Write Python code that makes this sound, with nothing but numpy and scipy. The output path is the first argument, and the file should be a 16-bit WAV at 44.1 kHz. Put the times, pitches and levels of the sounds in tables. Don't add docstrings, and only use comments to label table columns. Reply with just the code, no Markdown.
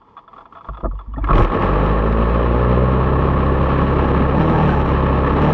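import sys
import numpy as np
from scipy import signal
from scipy.fft import rfft, irfft, next_fast_len
from scipy.io import wavfile
from scipy.ndimage import uniform_filter1d, minimum_filter1d, map_coordinates

SR = 44100
rng = np.random.default_rng(int(sys.argv[2]) if len(sys.argv) > 2 else 0)


def generate_wav(sig):
    pcm = np.round(np.clip(np.atleast_2d(sig).T, -1, 1) * 32767).astype(np.int16)
    wavfile.write(sys.argv[1], SR, pcm)


def elevation(decibels):
    levels = np.asarray(decibels, float)
    return 10 ** (levels / 20)


N = 243917

# (t/s, speed/Hz, effort/dB)
SHAFT = [(1.45, 41.5, -2.5), (1.57, 44.5, -2.5), (1.77, 50.96, 4.5), (2.1, 55.18, 1), (2.99, 64.63, 2),
         (3.22, 66.87, 1.5), (3.979, 67.95, 4.5), (4.109, 66.5, 4), (4.33, 67.93, 3), (4.42, 78.28, 1.5),
         (4.531, 80.44, 1), (4.749, 70.7, 3), (4.951, 67.34, 2.5), (5.059, 66.55, 2), (5.278, 66.9, 3.5),
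         (5.348, 67.63, 4), (5.44, 73.9, 3.5), (5.53, 80.8, 3.5)]
# (t/s, effort/dB, throttle 0-1)
CATCH = [
    (1.15, -50, .4),
    (1.215, -33.5, 0.2),
    (1.264, -20.5, 0),
    (1.308, -2, 0),
    (1.35, 0, 0.1),
    (1.414, 4, 0.3),
    (1.49, -9.5, 0.15),
    (1.54, -0.5, 0.3),
    (1.65, -4, 0.5),
    (1.71, -9.5, 0.62),
]
# (f/Hz, level/dB per Hz)
PANEL = [(10, -9.5), (30, -11.5), (60, -4.5), (120, -2.5), (200, -3), (300, -2.5), (530, -3.5), (620, -6.5),
         (730, -14), (900, -20.5), (1500, -48.5), (4000, -120)]
# (f/Hz, level/dB per Hz)
CHATTER = [(1180, -25.5), (2000, -3.5), (2530, -1), (3130, -6), (3500, -12.5), (3990, -13), (4340, -21.5),
           (5640, -34), (9550, -120)]
# (f/Hz, level/dB per Hz)
PUFF = [(3500, -39), (4600, -11), (5500, 0), (6500, -9), (7500, -11), (8300, -16.5), (10000, -26),
        (11000, -42.5), (14000, -68.5)]


def unit(x):
    return x / np.sqrt(np.mean(x ** 2) + 1e-20)


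def curves(rows):
    s, *cols = np.transpose(rows)
    return [np.interp(np.arange(N) / SR, s, c) for c in cols]


def sounding(rows, fade_s=0.026):
    start, end = rows[0][0], rows[-1][0]
    return np.interp(np.arange(N) / SR, [start - fade_s, start, end, end + fade_s], [0, 1, 1, 0])


def wobble(rate_hz):
    return map_coordinates(rng.standard_normal(int(N * rate_hz / SR) + 4), [np.arange(N) * rate_hz / SR])


def coloured(x, spectrum):
    m = next_fast_len(N + SR // 2) * 2
    f, db = np.transpose(spectrum)
    gain = elevation(np.interp(np.log(np.fft.rfftfreq(m, 1 / SR) + 1), np.log(f), db))
    cep = irfft(np.log(gain + 1e-7), m)
    cep[1:m // 2] *= 2
    cep[m // 2 + 1:] = 0
    return unit(irfft(rfft(x, m) * np.exp(rfft(cep)), m)[:N])


def knocks(density_hz, spread_db, hiss):
    hit = rng.random(N) < density_hz / SR
    impacts = hit * rng.standard_normal(N) * elevation(spread_db * rng.standard_normal(N))
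    return unit(impacts) + hiss * rng.standard_normal(N)


def mount(x):
    dead_hz, dead_width_hz = 1490, 260
    return signal.lfilter(*signal.iirnotch(dead_hz, dead_hz / dead_width_hz, SR), x)


def road():
    # (f/Hz, level/dB per Hz)
    air = [(15, -21.5), (25, -4.5), (100, -8), (300, -8), (500, -9), (664, -24), (880, -3), (1000, -3.5),
           (1150, -9), (1800, -25), (2800, -33.5), (3500, -30), (3800, -42.5), (4500, -39.5), (8000, -56),
           (11000, -120)]
    level_db = -49.5
    return elevation(level_db + 2.7 * wobble(22)) * coloured(rng.standard_normal(N), air)


def starter():
    # (t/s, peak/dB)
    teeth = [(0.016, -39.5), (.047, -47), (.086, -41), (0.167, -27), (0.174, -29), (0.186, -32),
             (.238, -45), (0.278, -30), (.308, -48), (0.331, -30), (0.363, -30), (0.38, -27.5),
             (0.407, -30), (0.455, -29.5), (0.524, -28), (0.551, -29), (0.569, -26.5), (0.582, -31),
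             (.608, -28), (.645, -30), (0.667, -32.5), (0.722, -40), (0.734, -30), (0.745, -29.5),
             (0.771, -26), (.804, -28), (.952, -38.5), (0.99, -26), (1.008, -30), (1.061, -42),
             (1.137, -26.5)]
    # (t/s, peak/dB, metal edge/dB)
    blows = [(0.687, -17.5, -30), (0.835, -26, -34), (0.844, -18.5, -44), (0.856, -19, -45),
             (0.863, -44, -32.5), (0.912, -28.5, -32), (1.167, -32, -23), (1.179, -27, -22),
             (1.241, -16, -26), (1.273, -17, -28), (1.288, -6.5, -42), (1.2995, -9, -33), (1.307, -5, -41),
             (1.33, -9.5, -33), (1.3801, -10.5, -24), (1.446, -18, -22), (1.5, -14, -22), (3.695, -15, -31)]
    # (f/Hz, level/dB, share of ring length)
    plastic = [(677, -14, 1.9), (845, -9, 0.91), (1041, -4.5, .6), (1132, 4.5, 0.72), (1233, 3, 0.72),
               (1308, -1, 0.67), (1746, -19.5, 0.59)]
    # (f/Hz, level/dB, share of ring length)
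    metal = [(2140, -5, .7), (2510, -8, 0.7), (2790, -13, 0.5), (3130, -9, 0.6), (3420, 3, 0.95),
             (3520, -3, .4), (4550, -19, 0.6), (5010, -26, .5), (5300, -25, .5)]
    tooth_ring_s, tooth_edge_db, blow_ring_s = 0.047, -22, 0.054
    slide_s, grit_share = 0.011, 0.09
    out, edge, t = np.zeros(N + SR), np.zeros(N + SR), np.arange(SR // 5) / SR
    ticks = [(s, db, tooth_ring_s, tooth_edge_db, grit_share) for s, db in teeth]
    ticks += [(s, db, blow_ring_s, edge_db, grit_share / 2) for s, db, edge_db in blows]
    luck = rng.standard_normal((len(ticks), len(plastic + metal)))
    grit = rng.standard_normal((len(ticks), round(slide_s * SR)))
    onset = (1 - np.exp(-t / 0.001)) ** 2
    for (s, db, ring_s, edge_db, rough), row, scrape in zip(ticks, luck, grit):
        modes = plastic + [(hz, level + edge_db - 2, 0.93 * share) for hz, level, share in metal]
        ring = sum(elevation(level + 1.2 * r - 60 * t / (ring_s * share)) * np.sin(2 * np.pi * hz * (1 + 0.004 * r) * t)
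                   for (hz, level, share), r in zip(modes, row))
        scrape = scrape * rough * elevation(-60 * t[:len(scrape)] / 0.06)
        scrape[0] = 1
        hit = signal.fftconvolve(ring * onset, scrape)[:len(t)]
        i = round(s * SR)
        out[i:][:len(t)] += elevation(db) * hit / np.abs(hit).max()
        edge[i:][:len(t)] += elevation(db + edge_db - 8 - 60 * t / 0.068) * onset
    return out[:N] + edge[:N] * coloured(knocks(3400, spread_db=-4.0, hiss=0.92), CHATTER)


def thuds():
    # (t/s, peak/dB, length/s)
    shoves = [(0.685, -20.5, 0.068), (0.786, -24, 0.044), (0.831, -11, 0.043), (0.837, -13, 0.055),
              (0.853, -18, 0.11), (0.93, -30, 0.062), (0.989, -32, 0.082), (1.074, -46, 0.085),
              (1.169, -19, 0.034), (1.178, -27, 0.031), (1.228, -15, 0.021)]
    push, t = np.zeros(N + SR), np.arange(SR // 5) / SR
    for s, db, length_s in shoves:
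        push[round(s * SR):][:len(t)] += elevation(db - 7.0 - 60 * t / length_s) * (1 - np.exp(-t / 0.0021))
    return push[:N] * coloured(knocks(690, spread_db=-5.0, hiss=0.86), PANEL)


def rocking():
    # (t/s, peak/dB, f/Hz)
    shoves = [(0.686, -23.5, 48.3), (0.831, -17.5, 52.5), (.88, -24.5, 44.3), (.94, -27, 50),
              (1.072, -25, 46), (1.12, -27, 54.7), (1.165, -26, 56.3), (1.208, -17, 54), (1.246, -22, 49.9),
              (1.315, -9, 36.4), (1.35, -18, 35.8), (1.408, -12.5, 38), (1.49, -24.5, 41)]
    rise_s, t60_s = 0.01, 0.31
    t, (start, _, hz) = np.arange(N) / SR, np.transpose(shoves)
    since = [np.maximum(t - s, 0) for s in start]
    size = sum(elevation(db - 60 * u / t60_s) * (1 - np.exp(-u / rise_s)) for u, (_, db, _) in zip(since, shoves))
    pace_hz = hz[np.searchsorted(start, t) - 1] + 3 * wobble(23)
    angle = 2 * np.pi * np.cumsum(pace_hz) / SR
    return 2 * size * (np.sin(angle) + 0.16 * np.cos(2 * angle))


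def shell():
    # (t/s, peak/dB, f/Hz)
    notes = [(.73, -46, 210), (.785, -38.5, 330), (.845, -18, 640), (0.866, -25, 230), (.85, -26.5, 327),
             (.915, -45, 205), (1.082, -35, 234), (1.11, -43, 257), (1.144, -37, 252.3), (1.161, -31, 1810),
             (1.179, -23, 888), (1.245, -27, 2150), (1.432, -15.5, 322), (1.169, -25.5, 136),
             (1.176, -21.5, 289), (1.301, -13.5, 153), (1.183, -26.5, 657), (1.235, -22.5, 286),
             (1.242, -22.5, 1650), (1.331, -19, 110), (1.385, -12.5, 116), (1.419, -17, 99.6),
             (0.699, -31.5, 125), (0.921, -34, 142), (4.205, -11, 206.8), (4.38, -11, 189),
             (4.499, -11.5, 223), (4.586, -16, 151), (4.84, -23, 65.9), (.98, -52, 2850), (1.13, -50, 2900),
             (1.225, -40, 2310), (4.548, -21, 1600), (4.69, -15.5, 1497), (4.719, -21, 1570),
             (4.735, -20.5, 1560)]
    rise_s, t60_at_300hz_s, dulling_power = 0.0037, 0.086, 0.53
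    since = [np.maximum(np.arange(N) / SR - s, 0) for s, _, _ in notes]
    drift = 0.91 * wobble(90)
    return sum(elevation(db + 5 - 60 * u / t60_at_300hz_s * (hz / 300) ** dulling_power) * (1 - np.exp(-u / rise_s))
               * np.sin(2 * np.pi * hz * u + drift) for u, (_, db, hz) in zip(since, notes))


def effort():
    # (t/s, dip/dB)
    stumbles = [
        (1.324, -8),
        (1.44, -9),
        (1.91, -0.5),
        (4.835, -6),
    ]
    # (opens t/s, shuts t/s)
    blips = [
        (4.361, 4.84),
        (5.411, 5.6),
    ]
    stumble_s, blip_edge_s, blip_fade_s, blip_opening = 0.007, 0.017, 0.23, 0.24
    t, idle_db, (catch_db, opening) = np.arange(N) / SR, curves(SHAFT)[1], curves(CATCH)
    dips_db = sum(db * np.exp(-((t - s) / stumble_s) ** 2) for s, db in stumbles)
    revving = sum(np.clip(np.minimum((t - opens) / blip_edge_s, (shuts - t) / blip_fade_s) + 0.5, 0, 1)
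                  for opens, shuts in blips)
    return idle_db + catch_db + dips_db, opening + blip_opening * revving, revving


def crank():
    jitter_turns = 0.006 + 0.028 * effort()[2]
    return np.cumsum(curves(SHAFT)[0]) / SR + jitter_turns * wobble(25)


def firing():
    # (speed/Hz, shortfall of every second firing 0-1, kick/dB)
    by_speed = [(43, 0, -27), (50, 0.05, -25.5), (62.6, 0.05, -22.5), (66.45, 0.51, -25.5),
                (69.8, 0.4, -32.5), (73.4, 0.3, -28)]
    hz, skip, kick_db = np.transpose(by_speed)
    speed = curves(SHAFT)[0]
    return np.clip(np.interp(speed, hz, skip), 0, 1), np.interp(speed, hz, kick_db)


def chassis(turns):
    # (f/Hz, level/dB per Hz)
    rattling = [(410, -21), (730, -9.5), (861, 3), (952, -2.5), (1050, 2), (1114, 6), (1180, 1), (1300, 0),
                (1470, -13), (1760, -6.5), (2100, -26.5), (2730, -54), (4620, -120)]
    # (f/Hz, level/dB per Hz)
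    skirt = [(100, -10.5), (300, 7.5), (900, 1.5), (1700, -14.5), (2800, -21), (3500, -29), (4500, -40),
             (7200, -50.5), (9500, -89.5)]
    # (f/Hz, level/dB per Hz)
    buzz = [(400, -48), (680, -11.5), (820, -3.5), (950, -2.5), (1300, -24), (3000, -120)]
    (effort_db, throttle, revving), skip, angle = effort(), firing()[0], 2 * np.pi * turns
    shared = 0.34 * wobble(14) + 0.8 * wobble(40)
    beat = 0.23 * np.cos(angle - 0.6) + 0.13 * skip * np.cos(angle / 2 - 3.5)
    lope = 1.5 * np.cos(angle - 2.2) + 3 * skip * np.cos(angle / 2 - 3)
    narrow = 6.6
    every_turn = np.exp(narrow * (np.cos(angle) - 1))
    second_turn = np.exp(narrow * (np.cos(angle / 2 - 4.3) - 1))
    port = (7.5 + 3 * wobble(23)) * ((1 - skip) * every_turn + skip * second_turn)
    high = np.clip((curves(SHAFT)[0] - 66.8) / 6.1, 0, 1)
    bunch = 5 * high * np.cos(2 * angle + 1.2)

    impacts = knocks(3400, spread_db=1.5, hiss=0.86)
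    drumming = 0.41 * impacts + knocks(1800, spread_db=1.5, hiss=0.79)
    drum = coloured(elevation(beat + 0.32 * shared) * drumming, PANEL)
    rattle = coloured(elevation(lope + 0.69 * shared) * impacts, rattling)
    chatter_db = bunch + 0.88 * lope + 0.17 * port * revving + 1.3 * shared
    chatter = coloured(elevation(chatter_db) * (1.0 * impacts + rng.standard_normal(N)), CHATTER)
    hiss_db = bunch / 2 + 3.5 * revving + 0.76 * lope + port + 1.1 * shared
    hiss = coloured(elevation(hiss_db) * (impacts + 4.1 * rng.standard_normal(N)), PUFF)

    even_calm_db = -0.5 * (0.5 - 2 * skip)
    loose = elevation(-15 + effort_db + even_calm_db) * drum
    loose += elevation(-22.5 + 0.64 * effort_db + 4 * throttle) * rattle
    loose += elevation(-37.5 + 0.83 * np.minimum(effort_db, -4.5) + 5 * throttle) * chatter
    loose += elevation(-70 + 1.35 * effort_db + 17 * throttle) * hiss
    slaps = np.diff(np.floor(2 * turns + 0.33), prepend=0) * elevation(3 * rng.standard_normal(N))
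    loose += high * elevation(-27) * coloured(slaps, skirt)
    loose += high * elevation(-30.5 + 2.9 * wobble(20)) * coloured(impacts, buzz)
    return sounding([CATCH[0], SHAFT[-1]], fade_s=0.091) * loose


def backfires():
    # (t/s, peak/dB)
    cracks = [(1.2422, -28.5), (1.2725, -36), (1.331, -23.5), (1.3455, -29), (1.354, -20.5), (1.369, -23),
              (1.3805, -17), (1.3964, -25), (1.415, -30), (1.422, -24), (1.4325, -24.5), (1.447, -20),
              (1.4772, -29), (1.5187, -29.5), (1.5434, -30), (1.575, -34.5), (1.5963, -30.5), (1.622, -22),
              (1.643, -26), (1.666, -28), (1.863, -25.5), (1.876, -33), (2.1252, -25.5), (1.4902, -35),
              (4.3936, -32), (4.4202, -30), (4.5823, -28), (4.608, -31.5), (4.6278, -35), (4.701, -29),
              (4.8136, -30)]
    # (f/Hz, level/dB per Hz)
    snap = [(400, -30), (1200, 3.5), (2500, 1), (3400, -6.5), (4200, -17), (5500, -27.5), (8000, -39),
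            (10000, -66.5), (16000, -100)]
    # (t/s, peak/dB)
    spikes = [(1.2923, -68), (1.3103, -63), (1.3313, -64), (1.338, -57), (1.3573, -57.5), (1.3647, -52),
              (1.3707, -54.5), (1.3756, -46.5), (1.3815, -49.5), (1.4235, -53.5)]
    # (f/Hz, level/dB per Hz)
    spike_spectrum = [(3000, -40), (6000, -4.5), (9000, 0), (14500, -1.5), (15500, -30.5), (17000, -100)]
    # (t/s, level/dB)
    flare = [
        (1.32, -90),
        (1.345, -67),
        (1.37, -59),
        (1.42, -56),
        (1.45, -63),
        (1.47, -89),
    ]
    burst, tick, t = np.zeros(N + SR), np.zeros(N + SR), np.arange(SR // 20) / SR
    for s, db in cracks:
        burst[round(s * SR):][:len(t)] += elevation(db - 1 - 60 * t / 0.028) * (1 - np.exp(-t / 0.0003))
    for s, db in spikes:
        tick[round(s * SR):][:len(t)] += elevation(db - 7 - 60 * t / 0.008)
    rush_db = curves(flare)[0] + 2 * wobble(120)
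    rush = sounding(flare) * elevation(rush_db) * coloured(rng.standard_normal(N), PUFF)
    snaps = burst[:N] * coloured(rng.standard_normal(N), snap)
    return snaps + rush + tick[:N] * coloured(rng.standard_normal(N), spike_spectrum)


def engine(turns):
    # (order, level/dB)
    wholes = [(1, -0.17), (2, 1.5), (3, -7), (4, -7)]
    # (order, level/dB)
    halves = [(.5, 0.5), (1.5, 0.5), (2.5, 2), (3.5, -3), (4.5, -4.5), (5.5, 3.5)]
    # (f/Hz, width/Hz, level/dB)
    resonances = [(22, 5.9, -21), (57.7, 24, -17.5), (125, 12, -21), (152.6, 11, -18.5), (187.2, 9.6, -19),
                  (218.6, 11.2, -19.5), (302, 62, -24.5)]
    # (f/Hz, level/dB)
    thump = [(40, -31), (100, 7), (200, 2), (310, -2.5), (400, 10), (540, 8.5), (620, 2.5), (730, -20),
             (1100, -3.5), (1500, -24.5), (3000, -55), (6000, -120)]
    speed, angle, (skip, kick_db) = curves(SHAFT)[0], 2 * np.pi * turns, firing()

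    def frame(f):
        return np.sqrt(sum(elevation(2 * db) / (1 + (2 * (f - hz) / width) ** 2) for hz, width, db in resonances))

    def line(order, db, lag):
        level = elevation(db + 0.34 * order * wobble(16))
        return level * frame(order * speed) * np.cos(order * angle - lag)

    def orders(rows, lags_rad):
        return sum(line(order, db, lag) for (order, db), lag in zip(rows, lags_rad))

    uneven = 0.017 + skip + 0.24 * effort()[2]
    shake = orders(wholes, [3.06, 4.94, 4.02, 3.58])
    shake += uneven * orders(halves, [4.9, 2.3, 2.7, 4.5, 5.37, 1.3])

    fired = np.flatnonzero(np.diff(np.floor(turns)) > 0)
    luck = rng.standard_normal((500, 2))[:len(fired)]
    weak = 0.64 * skip[fired] * (np.floor(turns[fired]) % 2)
    late_s = (0.00015 + 0.0007 * skip[fired]) * luck[:, 0]
    at = np.clip(fired + (late_s * SR).astype(int), 0, N - 1)
    kicks = -np.bincount(at, np.clip(1 - weak, 0, 1) * elevation(1.0 * luck[:, 1]), N)

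    settling = elevation(133 * np.minimum(np.arange(N) / SR - 1.64, 0))
    motion = np.sqrt(2) * shake + elevation(kick_db) * coloured(kicks, thump)
    return sounding(SHAFT, fade_s=0.05) * settling * motion


def scene():
    turns = crank()
    body = thuds() + rocking() + shell()
    return (mount(road() + starter()) + body + chassis(turns) + backfires() + engine(turns))[None]


def band_limit(x):
    return signal.sosfilt(signal.butter(12, 15100, fs=SR, output="sos"), x)


def record(dry):
    need = np.minimum(1, 0.76 / (np.abs(dry) + 1e-9))
    gain = uniform_filter1d(minimum_filter1d(need, size=441), size=441)
    return band_limit(dry * gain)


dry = scene()
out = record(dry)
generate_wav(out)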